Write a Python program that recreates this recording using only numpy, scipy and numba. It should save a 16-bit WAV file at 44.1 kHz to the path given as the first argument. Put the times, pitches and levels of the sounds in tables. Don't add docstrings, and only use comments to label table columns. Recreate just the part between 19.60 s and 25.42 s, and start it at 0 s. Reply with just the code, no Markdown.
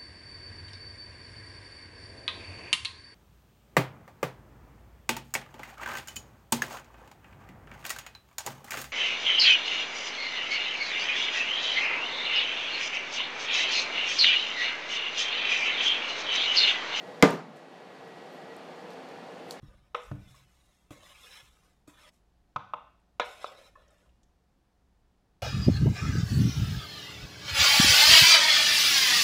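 import sys
import numpy as np
from scipy import signal
from scipy.fft import rfft, irfft, next_fast_len
from scipy.io import wavfile
from scipy.ndimage import uniform_filter1d
from numba import njit

SR = 44100
rng = np.random.default_rng(int(sys.argv[2]) if len(sys.argv) > 2 else 0)


def pcm_store(signal):
    levels = np.round(np.clip(np.atleast_2d(signal), -1, 1) * 32767)
    wavfile.write(sys.argv[1], SR, levels.astype(np.int16).T)


N = 256661
HOLD = 64
DECADES = np.log(1000)

BOWL_HZ = [490, 591, 692, 765, 823, 875, 926, 956, 1055, 1118, 1265, 1310, 1400, 1466, 1750, 1960, 2100,
           2200, 2317, 2445, 2570, 2710, 2800, 3020, 3280, 3550, 3850, 4250, 5400, 6200]
BOWL_LEVEL_DB = [-3, 3.5, -0.5, -4, -7, -10, -7.5, -2.5, 3, -2.5, 4, -6.5, -16, -4.5, -11, -12, -8.5, -10.5,
                 -11, -10, -8.5, -10.5, -11.5, -12.5, -11.5, -7, -7.5, -25, -21.5, -24]
LOWEST_T60_S = 0.17
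HIGHER_T60_S = 0.074 * (1000 / np.array(BOWL_HZ[1:])) ** 0.39
# f/Hz, level/dB, t60/s before a blow's ring length factor
BOWL = np.column_stack([BOWL_HZ, BOWL_LEVEL_DB, [LOWEST_T60_S, *HIGHER_T60_S]])


def undb(db):
    return 10 ** (np.asarray(db) / 20)


def unit(x):
    return x / np.sqrt(np.mean(x ** 2))


def colour(x, points):
    size = next_fast_len(len(x))
    hz = np.maximum(np.arange(size // 2 + 1) * SR / size, 1)
    at, db = np.transpose(points)
    gain = undb(np.interp(np.log(hz), np.log(at), db))
    return irfft(rfft(x, size) * gain, size)[:len(x)]


def walk(rate):
    k = max(int(SR / HOLD / rate), 2)
    count = N // HOLD + 1
    steps = np.repeat(rng.standard_normal(count // k + 1), k)
    slewed = uniform_filter1d(uniform_filter1d(steps, k), k)
    return unit(slewed[:count])


def swell(s, rise_s, hold_s, t60):
    t = np.arange(N) / SR - s
    fade = np.exp(-DECADES * np.maximum(t - rise_s - hold_s, 0) / t60)
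    return np.clip(t / rise_s, 0, 1) * fade


@njit
def svf(x, hz, width, gain, hold):
    y, band, low, g, k = np.empty(len(x)), 0., 0., 0., 0.
    for i in range(len(x)):
        j = i // hold
        if i == j * hold:
            g, k = np.tan(np.pi * hz[j] / SR), width / hz[j]
        v = (band + g * (gain[j] * x[i] - low)) / (1 + g * (g + k))
        band = 2 * v - band
        low = low + 2 * g * v
        y[i] = k * v
    return y


def add(out, s, sound):
    i = int(s * SR)
    out[i:i + len(sound)] += sound[:N - i]


def kitchen():
    # f/Hz, relative level/dB per Hz
    air_points = [(47, -32), (80, -4.5), (156, -7.5), (186, -8.5), (323, -12.5), (550, -17), (643, -18),
                  (734, -16), (1560, -25.5), (1860, -25), (2030, -28.5), (4720, -32), (14300, -44),
                  (16000, -44.5)]
    # t/s of the top, level/dB
    rumble_swells = [(.08, -53), (.53, -44), (1.87, -68), (4.15, -67.5), (4.70, -70.5)]
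    # f/Hz, level/dB about which each wavers
    mains_lines = [(60, -76), (180, -78), (719, -85)]
    air_db, rumble_db, rumble_walk_db = -72.5, -70.5, -0.5
    rise_s, fade_t60_s = 0.085, 0.39
    t = np.arange(N) / SR
    out = undb(air_db) * unit(colour(rng.standard_normal(N), air_points))

    rumble_points = [(12, -30.5), (24, -4.5), (31, -11.5), (42, -6.5), (62, -3.5), (95, -33), (200, -69.0)]
    rumble = unit(colour(rng.standard_normal(N), rumble_points))
    level = np.repeat(undb(rumble_db + rumble_walk_db * walk(2)), HOLD)[:N]
    for s, db in rumble_swells:
        level = level + undb(db) * swell(s - rise_s, rise_s, 0, fade_t60_s)
    out += rumble * level

    control_t = np.arange(N // HOLD + 1) * HOLD / SR
    for hz, db in mains_lines:
        waver_db = np.interp(t, control_t, 1.2 * walk(2))
        drift = np.interp(t, control_t, 0.15 * walk(1.9))
        out += undb(db + waver_db) * np.sin(2 * np.pi * hz * t + drift)
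    return out


def hiss(slips):
    # f/Hz, relative level/dB
    hiss_points = [(2650, -23), (4200, -11.5), (4900, -3), (6520, -2.5), (9610, -7), (13700, -16),
                   (16000, -26)]
    out = 0
    for k, hz in enumerate(4300 * 2 ** np.arange(0, 1.95, .1)):
        centre = np.minimum(hz * (1 + 0.012 * walk(9)), .45 * SR)
        flare = undb(1.6 * walk(40))
        band = unit(svf(slips, centre, 0.085 * hz, flare, HOLD))
        out = out + (-1) ** k * np.sqrt(hz) * band
    return unit(colour(out, hiss_points))


def rubbed(modes, slips, width, tilt_db, wander, flicker_db):
    out = 0
    for k, (hz, db, _) in enumerate(modes):
        centre = hz * (1 + wander * walk(9))
        tone = svf(slips, centre, width * hz, undb(flicker_db * walk(45)), HOLD)
        share_db = .5 * db + tilt_db * np.log2(hz / 1000)
        out = out + (-1) ** k * undb(share_db) * unit(tone)
    return unit(colour(out, [(1.1 * hz, 0), (1.7 * hz, -30)]))


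def strokes():
    # t/s, swell/s, hold/s, fade t60/s,
    # then surface hiss, upper wall ring, middle ring and lowest ring level/dB
    drag_rows = [(0.012, 0.017, 0.045, 1.08, -78.5, -71.5, -68, -69.5),
                 (0.354, 0.006, 0.0027, 0.17, -68, -50.5, -46.5, -45),
                 (0.37, 0.079, .01, 0.47, -66, -76, -67, -80),
                 (0.505, 0.27, 0.0069, 0.48, -68, -64.5, -69.5, -78),
                 (0.858, 0.038, 0.25, 1.3, -77, -76, -79, -86.5),
                 (1.306, 0.00096, 0.0018, 0.35, -58.5, -57.5, -56.5, -52),
                 (1.33, 0.13, 0.062, 0.75, -65, -60, -61, -68.5),
                 (1.508, 0.13, 0.14, 0.6, -61.5, -58.5, -61.5, -72),
                 (1.697, 0.045, 0.037, 0.23, -83, -53.5, -67, -85),
                 (1.864, 0.042, 0.18, 0.56, -77, -76.5, -76.5, -83),
                 (2.273, 0.0052, 0.0039, 0.3, -62, -62.5, -63, -61.5),
                 (2.327, 0.066, 0.099, 0.042, -67, -61, -64, -69.5),
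                 (2.505, 0.03, 0.011, .3, -77.5, -81.5, -87.5, -84),
                 (3.603, 0.0053, 0.0027, 0.13, -69, -39, -34, -39.5),
                 (3.634, 0.025, 0.076, 0.67, -63.5, -58, -59, -78),
                 (3.774, 0.047, 0.045, 0.59, -65, -54, -56, -54.5),
                 (3.932, 0.05, 0.089, 0.35, -69, -63, -66, -59),
                 (4.158, .03, 0.081, .5, -84.5, -74.5, -72.5, -66),
                 (4.29, 0.034, 0.11, 0.51, -81, -77, -75.5, -73.5)]
    power = 0
    for row in drag_rows:
        power = power + (undb(row[4:])[:, None] * swell(*row[:4])) ** 2
    gains = np.sqrt(power)

    grain_db = 2 * np.minimum(rng.exponential(size=N // 16 + 1), 4)
    grains = np.repeat(undb(grain_db), 16)[:N]
    bursts = np.repeat(undb(1.1 * walk(70)), HOLD)[:N]
    slips = rng.standard_normal(N) * grains * bursts

    high = rubbed(BOWL[15:29], slips, width=.035, tilt_db=1.5, wander=.015, flicker_db=3.3)
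    middle = rubbed(BOWL[3:15], slips, width=0.054, tilt_db=7.5, wander=0.03, flicker_db=3.5)
    low = rubbed(BOWL[1:2], slips, width=0.13, tilt_db=0, wander=0.067, flicker_db=3.5)
    return (gains * [hiss(slips), high, middle, low]).sum(axis=0)


def ring(modes, weight, longer, rise_s):
    hz, db, t60 = np.array(modes).T[:, :, None]
    t = np.arange(SR // 3) / SR
    waves = np.sin(2 * np.pi * hz * t) * np.exp(-DECADES * t / (t60 * longer))
    build_up = 1 - np.exp(-(t / rise_s) ** 2)
    return (weight[:, None] * undb(db) * waves).sum(axis=0) * build_up


def favour(modes, centre_hz, octaves):
    distance = np.log2(np.array(modes)[:, 0] / centre_hz) / octaves
    return 1 / (1 + distance ** 2) ** 0.89


def thuds():
    # f/Hz, relative level/dB, t60/s before the ring length factor
    counter_modes = [(106.3, -4.5, 0.18), (131.4, -0.5, 0.21), (186, -9, 0.19), (293, -3, 0.14),
                     (414, -12, .08), (563.4, -21.5, 0.032)]
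    # t/s, level/dB, best-rung f/Hz, spread/octaves, ring length factor
    foot_blows = [(0.03, -40, 136, 1, 0.7), (0.5138, -30, 128, 1.11, 1.46), (1.308, -30, 315, 0.82, 0.31),
                  (1.829, -57, 110, 0.68, 0.87), (2.278, -37, 267, 0.41, 0.45), (2.96, -40, 130, 1.1, 0.85),
                  (3.1344, -45.5, 277, 0.66, 0.47)]
    out = np.zeros(N)
    for s, db, hz, octaves, longer in foot_blows:
        weight = favour(counter_modes, hz, octaves)
        add(out, s, undb(db) * ring(counter_modes, weight, longer, rise_s=.0015))
    return out


def knocks():
    # main group f/Hz, spread/octaves;
    # second and third group f/Hz, spread/octaves, level/dB re the main group
    spoon_blows = [(0.3455, -24, 0.0023, 0.11, 0.54, -22.5, 1260, 0.42, 504, 0.091, -3, 2540, 0.35, 4.5),
                   (0.5135, -38.5, 0.0022, 0.26, 0.36, -22, 676, 0.33, 1610, 0.1, 14, 3000, 0.35, -5),
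                   (0.743, -50.5, 0.0012, 0.28, 0.85, -30, 1120, 0.046, 1690, 0.067, 2, 3000, 0.28, -18),
                   (1.308, -49.5, .0019, 0.6, 0.57, -17, 600, 0.23, 1310, 0.49, -26, 3430, 0.44, -16),
                   (2.960, -20.5, 0.0023, 0.24, 0.53, -28, 1176, 0.3, 2500, 0.12, -7.5, 3320, 0.14, -10.5),
                   (3.1351, -23.5, 0.0023, 0.26, 0.52, -35, 1100, 0.35, 2660, 0.11, -5, 3410, 0.051, -5.5),
                   (3.597, -25, 0.0017, 0.2, 0.5, -10.5, 694, 0.98, 1460, 0.089, -0.5, 2560, 0.33, 9.5),
                   (3.843, -25.5, 0.0018, 0.18, 0.26, -21.5, 635, 0.19, 1180, 0.17, 3.5, 2500, 0.28, -2),
                   (4.153, -48.5, 0.0031, 0.43, 1.17, -32, 1100, 0.11, 1750, 0.032, 7, 2620, 0.03, -2)]
    crack_points = [(1500, -35.5), (4000, 14.0), (6000, 11), (8000, -5), (15000, -21.5)]
    out, t = np.zeros(N), np.arange(SR // 20) / SR
    for s, db, contact_s, place, longer, crack_db, hz, octaves, *others in spoon_blows:
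        weight = favour(BOWL, hz, octaves)
        for group_hz, group_octaves, group_db in np.reshape(others, (-1, 3)):
            weight = weight + undb(group_db) * favour(BOWL, group_hz, group_octaves)
        shape = np.cos(np.pi * place * np.arange(len(BOWL)))
        weight = weight * (0.96 * np.sign(shape) + 0.21 * shape)
        add(out, s, undb(db) * ring(BOWL, weight, longer, contact_s))

        crack = unit(colour(rng.standard_normal(len(t)), crack_points))
        envelope = np.exp(-t / 0.0046) * np.minimum(t / contact_s, 1)
        add(out, s, undb(db + crack_db) * crack * envelope)
    return out


def ticks():
    # t/s, peak level/dB, f/Hz, t60/s of the noise ahead of the filter
    pasta_snaps = [(.85, -68.5, 3800, .015), (3.40, -74, 8860, 0.02), (4.28, -61.5, 6240, 0.046),
                   (4.306, -60.5, 8400, 0.028), (4.381, -68, 8160, 0.028), (4.492, -66, 2905, 0.04),
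                   (4.492, -72, 6500, .03), (4.632, -62, 6240, 0.049), (4.632, -68, 3450, 0.03)]
    out, t = np.zeros(N), np.arange(SR // 20) / SR
    for s, db, hz, t60 in pasta_snaps:
        snap = rng.standard_normal(len(t)) * np.exp(-DECADES * t / t60)
        for _ in range(2):
            snap = svf(snap, np.array([1. * hz]), .4 * hz, np.ones(1), len(t))
        add(out, s, undb(db) * snap / np.abs(snap).max())
    return out


def room(x):
    # centre f/Hz, t60/s
    room_bands = [(150, 0.7), (600, 0.52), (1500, 0.39), (4000, 0.62), (9000, 0.27)]
    room_db = -12
    t, tail = np.arange(SR) / SR, 0
    for hz, t60 in room_bands:
        band_points = [(hz / 3, -30), (hz / 2.9, 0), (hz * 1.4, 0), (hz * 3, -30)]
        band = colour(rng.standard_normal(SR), band_points)
        tail = tail + band * np.exp(-DECADES * t / t60)
    tail = tail * np.clip((t - .006) / 0.018, 0, 1)
    tail = tail / np.sqrt(np.sum(tail ** 2))
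    return undb(room_db) * signal.fftconvolve(x, tail)[:N]


def scene():
    blows = knocks() + thuds() + ticks()
    return (blows + room(blows) + strokes() + kitchen())[None]


def record(dry):
    top_hz = 15800
    return signal.sosfilt(signal.ellip(10, .2, 80, top_hz, fs=SR, output="sos"), dry)


dry = scene()
out = record(dry)
pcm_store(out)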